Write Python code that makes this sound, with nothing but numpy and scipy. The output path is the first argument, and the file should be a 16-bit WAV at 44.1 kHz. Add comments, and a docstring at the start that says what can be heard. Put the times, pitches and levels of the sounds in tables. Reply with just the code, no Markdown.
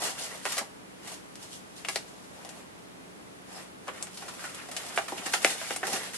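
"""Paper rustles as a hand works a small packet out of a padded envelope on a wooden workbench.
The packet is tossed aside and lands with a knock; later the hand reaches back in and lifts the envelope.
Stick-slip friction of skin and bubble lining drives the resonances of the paper walls and the air inside.
The stiff walls buckle with dry snaps and the padding bumps softly; the small, fairly dead room hums."""
import sys
import numpy as np
from scipy import signal
from scipy.fft import rfft, irfft
from scipy.io import wavfile
from scipy.ndimage import uniform_filter1d

SR = 44100
rng = np.random.default_rng(int(sys.argv[2]) if len(sys.argv) > 2 else 0)


def master(y):
    """Save y as 16-bit WAV."""
    cut = np.clip(np.atleast_2d(y).T, -1, 1)
    pcm = np.round(cut * 32767)  # scale
    wavfile.write(sys.argv[1], SR, pcm.astype(np.int16))


N = 272097
TIME = np.arange(N) / SR
BURST_GAIN = np.sqrt(0.02 * SR)  # gives a burst of unit energy an rms of 1 over 20 ms


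def from_db(db):
    """Amplitude grows tenfold for every 20 dB."""
    return 10 ** (np.asarray(db) / 20)


def unit_rms(x):
    """Division by the rms gives a signal unit mean power."""
    return x / np.sqrt(np.mean(x ** 2) + 1e-20)


def unit_energy(x):
    """Energy is the sum of squared samples; each channel is scaled to make it 1."""
    return x / np.sqrt(np.sum(x ** 2, axis=-1, keepdims=True) + 1e-20)


def at_bins(points, size):
    """Interpolation in log frequency carries (Hz, value) points onto the bins of a transform."""
    hz, value = np.transpose(points)
    return np.interp(np.log(np.fft.rfftfreq(size, 1 / SR) + 1e-9), np.log(hz), value)


def minimum_phase(gain):
    """Of all causal responses with these gains, the minimum-phase one delivers its energy earliest."""
    cepstrum = irfft(np.log(gain))
    half = len(cepstrum) // 2
    cepstrum[1:half] *= 2
    cepstrum[half + 1:] = 0
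    return np.exp(rfft(cepstrum))


def whiten(burst, size=8192, smoothing_bins=121):
    """Inverse filtering levels a stereo burst's broad spectrum and keeps its fine ripple."""
    spectrum = rfft(burst, size)
    power = uniform_filter1d(np.mean(np.abs(spectrum) ** 2, axis=0), smoothing_bins)
    return irfft(spectrum * minimum_phase((power + 1e-9) ** -0.5))


def diffuse_noise(coherence, size):
    """A diffuse field is only partly correlated at two points: white noise, left and right."""
    correlation = np.clip(at_bins(coherence, size), -0.95, 0.95)
    mid, side = rfft(rng.standard_normal((2, size)))
    return irfft(np.sqrt(1 + correlation) * mid + np.sqrt(1 - correlation) * side * [[1], [-1]], size)


def room_background(air_db=-48):
    """Steady diffuse air noise is superposed on the pure tones of a faint electrical hum."""
    # Room air. Each row: frequency in Hz, relative spectral density in dB.
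    air_spectrum = [(25, -33), (48, -27), (90, -10.5), (160, -6), (290, -3.5), (450, -7.5), (650, -8.5),
                    (1100, -12), (2300, -17), (5000, -24), (11500, -26), (13200, -50)]
    # Coherence of that noise. Each row: frequency in Hz, left-right correlation.
    air_coherence = [(60, 0.15), (130, 0.025), (290, -0.047), (640, -0.44), (3000, -0.34), (7000, -0.12)]
    # Hum. Each row: frequency in Hz, rms level in dB.
    hum_tones = [(61, -74), (184, -63), (258, -72.5), (426, -69)]
    noise = diffuse_noise(air_coherence, N)
    air = irfft(rfft(noise) * from_db(at_bins(air_spectrum, N)), N)
    hum = sum(np.sqrt(2) * from_db(db) * np.sin(2 * np.pi * (hz * TIME + rng.random()))
              for hz, db in hum_tones)
    return from_db(air_db) * unit_rms(air) + hum


def room_response(wet_db, t60_s, right_lag_s, late_db=-16, late_t60_s=0.34, build_s=0.0012, size=8192):
    """Direct sound comes first; reverberation builds up and dies away with a double slope."""
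    # Coherence of the reverberation. Each row: frequency in Hz, left-right correlation.
    tail_coherence = [(100, 0.8), (600, 0.7), (1400, 0.22), (3000, 0.026), (12000, 0.061)]
    t = TIME[:size]
    direct = unit_energy(np.sinc((t - np.array([[0], [right_lag_s]])) * SR - 2))
    build = 1 - np.exp(-(t / build_s) ** 2)
    decay = from_db(-60 * t / t60_s) + from_db(late_db - 60 * t / late_t60_s)
    tail = unit_energy(diffuse_noise(tail_coherence, size) * decay * build)
    return unit_energy(direct + from_db(wet_db) * tail)


def moving_contact(sound, spots=7, hop_s=0.004):
    """Reflections depend on source position: the contact hops among spots, each with its own response."""
    hops = np.arange(0, TIME[-1], hop_s)
    visited = rng.integers(0, spots, len(hops))
    heard = 0
    for spot in range(spots):
        weight = np.sqrt(np.interp(TIME, hops, visited == spot))
        room = room_response(wet_db=8, t60_s=0.14, right_lag_s=0.00009)
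        heard = heard + signal.oaconvolve((sound * weight)[None], room, axes=1)[:, :N]
    return heard


def small_radiator(motion, corner_hz):
    """A source much smaller than the wavelength radiates poorly, so the bass falls away."""
    return signal.sosfilt(signal.butter(2, corner_hz, "high", fs=SR, output="sos"), motion)


def body_response(spectrum, resonances=(), size=2048):
    """A linear body's impulse response follows from its broad spectrum and its narrow peaks and dips."""
    hz, db = np.fft.rfftfreq(size, 1 / SR), at_bins(spectrum, size)
    for centre_hz, width_hz, gain_db in resonances:
        db = db + gain_db / (1 + (2 * (hz - centre_hz) / width_hz) ** 2)
    return unit_energy(irfft(minimum_phase(from_db(db))))


def envelope_responses():
    """Cavity and panel modes depend on support: pouch, paper and hiss responses, lying and then held."""
    # Low pouch, mid paper and high hiss. 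Each row: frequency in Hz, relative spectral density in dB.
    pouch = [(90, -50), (200, -8.5), (330, -6), (480, -3.5), (750, -1.5), (1000, -4), (1300, -16.5),
             (2400, -59.5)]
    paper = [(500, -26.5), (900, -0.5), (1150, 1), (1900, 2), (2700, -0.5), (3300, -3.5), (4300, -15.5),
             (7000, -52.5)]
    hiss = [(1700, -35), (2800, 0.5), (3600, 0), (5000, 1), (6300, 0), (8200, 0.5), (10000, -2),
            (11500, -5), (12350, -13), (13200, -73)]
    # Modes of the enclosed air and the paper walls, on the bench and held up with the hand inside.
    # Each row: centre in Hz, width in Hz, gain in dB.
    cavity_lying = [(386, 26, 7.5), (659, 81, 5), (788, 24, 10.5), (843, 71, -4.5)]
    panels_lying = [(1020, 60, 0.5), (1155, 26, 3.5), (1280, 20, 6.5), (1424, 99, 0.5), (1930, 56, 4),
                    (2380, 120, 1)]
    cavity_held = [(382, 56, 5.5), (465, 50, 1.5), (660, 47, 3.5), (780, 34, 9.5), (930, 330, -5.5)]
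    panels_held = [(1100, 99, -3.5), (1410, 42, 0.5), (1970, 200, 3), (2250, 57, -1), (2850, 66, -1)]
    return [np.array([body_response(pouch, cavity), body_response(paper, panels), body_response(hiss)])
            for cavity, panels in ((cavity_lying, panels_lying), (cavity_held, panels_held))]


def lifted(time_s, midpoint_s=5.3, length_s=0.076):
    """The envelope's support passes linearly from the bench (0) to the hand (1)."""
    return np.clip((time_s - midpoint_s) / length_s + 0.5, 0, 1)


def padded_bumps(contact_s=0.001, t60_s=0.025, size=8192):
    """A soft impact sets the padded pouch swinging for a few cycles as a damped oscillator."""
    # Contacts of hand, padding and bench. Each row: start in seconds, level in dB, frequency in Hz.
    bumps = [(0.614, -46.5, 225), (1.96, -43, 397), (5.124, -41, 364), (5.195, -47, 212), (5.262, -46, 307),
             (5.448, -38, 484), (5.936, -41, 250), (5.945, -43, 392)]
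    motion, t = np.zeros(N + size), TIME[:size]
    shape = (1 - np.exp(-t / contact_s)) * from_db(-60 * t / t60_s)
    for start_s, db, hz in bumps:
        start = int(start_s * SR)
        swing = unit_energy(shape * np.sin(2 * np.pi * hz * t))
        motion[start:start + size] += BURST_GAIN * from_db(db) * swing
    room = whiten(room_response(wet_db=-3, t60_s=0.14, right_lag_s=0.00004))
    return signal.oaconvolve(small_radiator(motion, corner_hz=150)[None], room, axes=1)[:, :N]


def stick_slip(per_s, spread_db, smooth_share):
    """Stick-slip friction is a random train of uneven impulses over smooth noise, with an rms near 1."""
    sizes = from_db(spread_db * np.minimum(rng.exponential(1, N), 4)) * rng.choice([-1, 1], N)
    catches = unit_rms(sizes * (rng.random(N) < per_s / SR))
    return np.sqrt(1 - smooth_share) * catches + np.sqrt(smooth_share) * rng.standard_normal(N)


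def swell(start_s, length_s, attack_s=0.029, release_s=0.032):
    """Amplitude grows exponentially up to the start, holds for the length and then decays."""
    early = np.maximum(start_s - TIME, 0)
    late = np.maximum(TIME - start_s - length_s, 0)
    return np.exp(-np.minimum(early / attack_s + late / release_s, 20))


def finger_scrapes(q=11.5):
    """Skin sticks and slips on taut paper; the resonance of one small patch gives each scrape a pitch."""
    # Fingertip or nail. Each row: start in seconds, length in seconds, level in dB, pitch in Hz.
    scrapes = [(0.016, 0.05, -43.5, 976), (0.295, 0.042, -51, 1970), (3.54, 0.031, -51, 5160),
               (4.43, 0.04, -49, 1390), (4.59, 0.03, -56, 1645), (5.607, 0.054, -47, 2270)]
    sound = np.zeros(N)
    for start_s, length_s, db, hz in scrapes:
        b, a = signal.iirpeak(hz, q, fs=SR)
        friction = stick_slip(per_s=900, spread_db=3.8, smooth_share=0.2)
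        patch = signal.lfilter(b, a, signal.lfilter(b, a, friction))
        sound += from_db(db) * swell(start_s, length_s) * unit_rms(patch)
    return sound


def paper_rustle(lying, held, grip_pouch_db=-4, grip_hiss_db=4, trim_db=-0.69):
    """Friction forces the walls to vibrate: coarse catches shake the pouch, fine ones hiss, creases tick."""
    # Swells of paper rustle: pushes and pulls, and faint settling while the envelope lies untouched.
    # Each row: start in seconds, length in seconds, paper level in dB, pouch and hiss over paper in dB.
    swells = [(0.008, 0.067, -38, -2, 6), (0.191, 0.057, -43, -5, 5), (0.305, 0.043, -48.5, 0.5, 3.5),
              (0.468, 0.1, -43, -6.5, 6), (1.063, 0.067, -48, -4, 4), (1.423, 0.0078, -54.5, 0, 11),
              (1.526, 0.0075, -60.5, -11, 15.5), (1.773, 0.018, -55.5, -10, 8),
              (1.88, 0.083, -55, -12, 10.5), (2.022, 0.3, -66.5, 6, 9.5), (2.348, 0.24, -55.5, 1, 1.5),
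              (3.509, 0.11, -51.5, -0.5, 2), (3.942, 0.085, -48, -4, -4), (4.14, 0.033, -62, -10, 15),
              (4.27, 0.026, -52, 1.5, -6), (4.387, 0.11, -46.5, -9.5, -0.5), (4.54, 0.079, -48.5, -14, -19),
              (4.738, 0.21, -48.5, -3, 1), (5.168, 0.1, -47, 0, 1.5), (5.325, 0.016, -43.5, -11, 9.5),
              (5.443, 0.062, -37, -4, 4.5), (5.586, 0.14, -43.5, -11, 3), (5.866, 0.08, -41, 3.5, 3.5),
              (5.921, 0.036, -42.5, -14, 9), (5.998, 0.066, -44, -7, -3.5), (6.138, 0.03, -47, -9, 5.5)]
    # Light rustle under a resting hand. Each row: start in seconds, length in seconds, paper level in dB.
    grips = [(0, 0.42, -55), (1.045, 0.95, -68), (3.86, 0.27, -62.5), (4.186, 0.48, -53.5), (4.783, 1, -50),
             (5.85, 0.22, -48.5)]
    rustles = swells + [(*grip, grip_pouch_db, grip_hiss_db) for grip in grips]
    power = np.zeros((3, N))
    for start_s, length_s, db, pouch_db, hiss_db in rustles:
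        power += (from_db([[db + pouch_db], [db], [db + hiss_db]]) * swell(start_s, length_s)) ** 2
    lift = lifted(TIME)
    crinkle_db = -9.5 + 1.5 * lift  # creases tick louder with the hand inside
    crinkles = from_db(crinkle_db) * stick_slip(per_s=45, spread_db=4.3, smooth_share=0)
    pouch_drive = stick_slip(per_s=700, spread_db=3.1, smooth_share=0.36)
    paper_drive = stick_slip(per_s=700, spread_db=6.2, smooth_share=0.42) + crinkles
    hiss_drive = stick_slip(per_s=2000, spread_db=6.8, smooth_share=0.3) + crinkles
    force = np.array([pouch_drive, paper_drive, hiss_drive]) * np.sqrt(power)
    rustle = sum(signal.oaconvolve(force * share, bodies, axes=1)[:, :N].sum(axis=0)
                 for share, bodies in ((1 - lift, lying), (lift, held)))
    return from_db(trim_db) * moving_contact(rustle + finger_scrapes())


def impulsive_force(length_s, jump_db, lead, flicks_per_s=5000, rise_ratio=0.44, size=2048):
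    """Buckling or impact is impulsive: flicks gather, the force jumps at sample lead, flicks die away."""
    t = (np.arange(size) - lead) / SR
    flicks = rng.standard_normal(size) * (rng.random(size) < flicks_per_s / SR)
    force = unit_energy(flicks * np.exp(-np.maximum(t, -t / rise_ratio) / length_s))
    force[lead] += from_db(jump_db)
    return force


def local_resonance(burst, hz, ring_db, q=3.7):
    """The part that moves is a small resonator: it radiates little bass and rings briefly."""
    radiated = small_radiator(burst, corner_hz=min(464, 0.39 * hz))
    return radiated + from_db(ring_db) * signal.lfilter(*signal.iirpeak(hz, q, fs=SR), radiated)


def snaps_and_knocks(lying, held, sharp_s=0.00099, quick_s=0.0002, crack_db=-25, lead=400, size=8192):
    """Buckling and impacts release energy in short bursts that excite pouch, paper and hiss."""
    # Dry snaps and knocks: creases giving way, the packet landing, light contacts.
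    # Each row: time in seconds, pouch, paper and hiss levels in dB, ring pitch in Hz,
    # ring strength in dB, decay time of the flicks in seconds, left over right in dB.
    events = [(0.4537, -35, -33.5, -36, 1100, -5, 0.00097, 0.5),
              (0.4605, -42, -34.5, -45, 900, 2, 0.0041, -5), (0.57, -40, -45, -36.5, 650, -4, 0.0011, 3),
              (0.5804, -41, -34.5, -29, 4550, -27, 0.0048, 0), (0.584, -41, -35.5, -43, 1850, 1, 0.0051, 0),
              (0.6114, -37.5, -44, -50, 830, 18, 0.004, 0), (1.356, -71, -60, -48, 5630, -17, 0.00051, 3),
              (1.8487, -46, -37, -43, 3030, 7, 0.001, 2), (1.886, -39, -32, -32, 2300, -2, 0.0022, 1.5),
              (1.9587, -54, -39, -30, 4430, 5, 0.001, 1), (1.9592, -35.5, -55, -60, 660, -1, 0.00028, 1),
              (1.9604, -65, -37, -43, 2010, 18, 0.0015, 0), (2.449, -48, -59, -49.5, 5970, -8, 0.00057, 6),
              (2.491, -65, -55, -46, 7750, -2, 0.0013, 5.5), (3.872, -47, -48, -52, 1400, 0, 0.0063, -3),
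              (3.881, -39.5, -39.5, -47, 1000, 15, 0.0005, 4),
              (3.8862, -41.5, -38, -60, 526, 10, 0.005, -1),
              (4.0263, -51, -54, -34.5, 8250, 11, 0.00073, 4.5),
              (4.07, -56, -48.5, -49, 7000, -7, 0.0016, 0), (4.174, -66, -53, -43, 4450, 0, 0.0019, 2),
              (4.222, -45, -45, -48, 950, 6, 0.0059, -1), (4.283, -48, -43, -43.5, 1210, 21, 0.0067, 1),
              (4.441, -46, -41.5, -50, 1380, 11, 0.0012, 0), (4.4477, -56, -43, -56, 1400, 20, 0.002, -4),
              (4.547, -56, -64, -43.5, 9500, 4, 0.0012, -1), (4.688, -43.5, -49, -49, 590, 5, 0.0023, -1),
              (4.714, -49.5, -45.5, -41, 9000, -3, 0.0041, 0), (4.766, -47, -41.5, -33, 2200, 7, 0.0033, 2),
              (4.961, -50, -48, -37.5, 9700, 7, 0.0075, -1), (4.9756, -26, -25, -39, 730, 7, 0.00088, -1.5),
              (4.984, -41, -33, -39, 1410, 2, 0.0025, -2), (5.083, -45, -38.5, -40, 1340, 1, 0.0039, -2),
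              (5.1218, -34.5, -54, -48, 780, -13, 0.001, 1),
              (5.178, -54, -42.5, -43.5, 2970, 19, 0.005, -4), (5.261, -41, -34, -33, 1620, -4, 0.022, 0),
              (5.3377, -39, -25, -27, 1460, -16, 0.0033, -1), (5.3395, -33, -46, -50, 790, 16, 0.0025, 2),
              (5.427, -49, -59, -43, 7500, 4, 0.0017, 11), (5.447, -28, -20, -23, 2300, 5, 0.00032, 0.5),
              (5.4486, -26.5, -52, -47, 564, 1.5, 0.00036, 1),
              (5.6144, -39.5, -39.5, -54, 614, 13, 0.0026, 1),
              (5.7073, -35, -34.5, -39.5, 500, 3, 0.0015, -2), (5.762, -43, -41, -34, 9100, 8, 0.0014, 0),
              (5.8307, -32.5, -33.5, -60, 1770, 16, 0.002, -2.5),
              (5.8368, -45, -34, -60, 1280, 17, 0.0019, -2), (5.934, -38, -35.5, -45, 2400, 0, 0.005, -1),
              (6.152, -57, -63, -43.5, 8000, 0, 0.0023, 0)]
    sound = np.zeros((2, N + size))
    for time_s, pouch_db, paper_db, hiss_db, ring_hz, ring_db, length_s, pan_db in events:
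        bodies = lying + lifted(time_s) * (held - lying)
        # A slower burst has a weaker jump and more reverberation.
        doublings = np.log2(length_s / sharp_s)
        jump_db = 1 - 0.5 * doublings
        force = impulsive_force(length_s, jump_db, lead)
        room = room_response(wet_db=1 + 2 * doublings, t60_s=0.085, right_lag_s=0.00004)
        burst = whiten(signal.fftconvolve(force[None], room, axes=1))
        pitched = local_resonance(burst, ring_hz, ring_db)
        start = int(time_s * SR) - lead
        side_db = np.array([[pan_db], [-pan_db]]) / 2
        for db, body in zip((pouch_db, paper_db, hiss_db), bodies):
            ring = unit_energy(signal.fftconvolve(pitched, body[None], axes=1)[:, :size])
            sound[:, start:start + size] += BURST_GAIN * ring * from_db(db + side_db)
        # A bare crack reaches above the hiss band; the quicker the burst, the stronger it is.
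        quickness = min(quick_s / length_s, 1)
        sound[:, start + lead + 2] += BURST_GAIN * quickness * from_db(hiss_db + crack_db + min(jump_db, 0))
    return sound[:, :N]


def scene():
    """Sound pressures superpose: rustle, snaps, knocks and bumps add to the room's background."""
    lying, held = envelope_responses()
    return paper_rustle(lying, held) + snaps_and_knocks(lying, held) + padded_bumps() + room_background()


def record(dry):
    """Clipping limits peaks to full scale, and a steep low-pass removes the highest treble."""
    low_pass = signal.ellip(10, 0.1, 70, 16500, fs=SR, output="sos")
    return signal.sosfilt(low_pass, np.clip(dry, -1, 1))


dry = scene()
out = record(dry)
master(out)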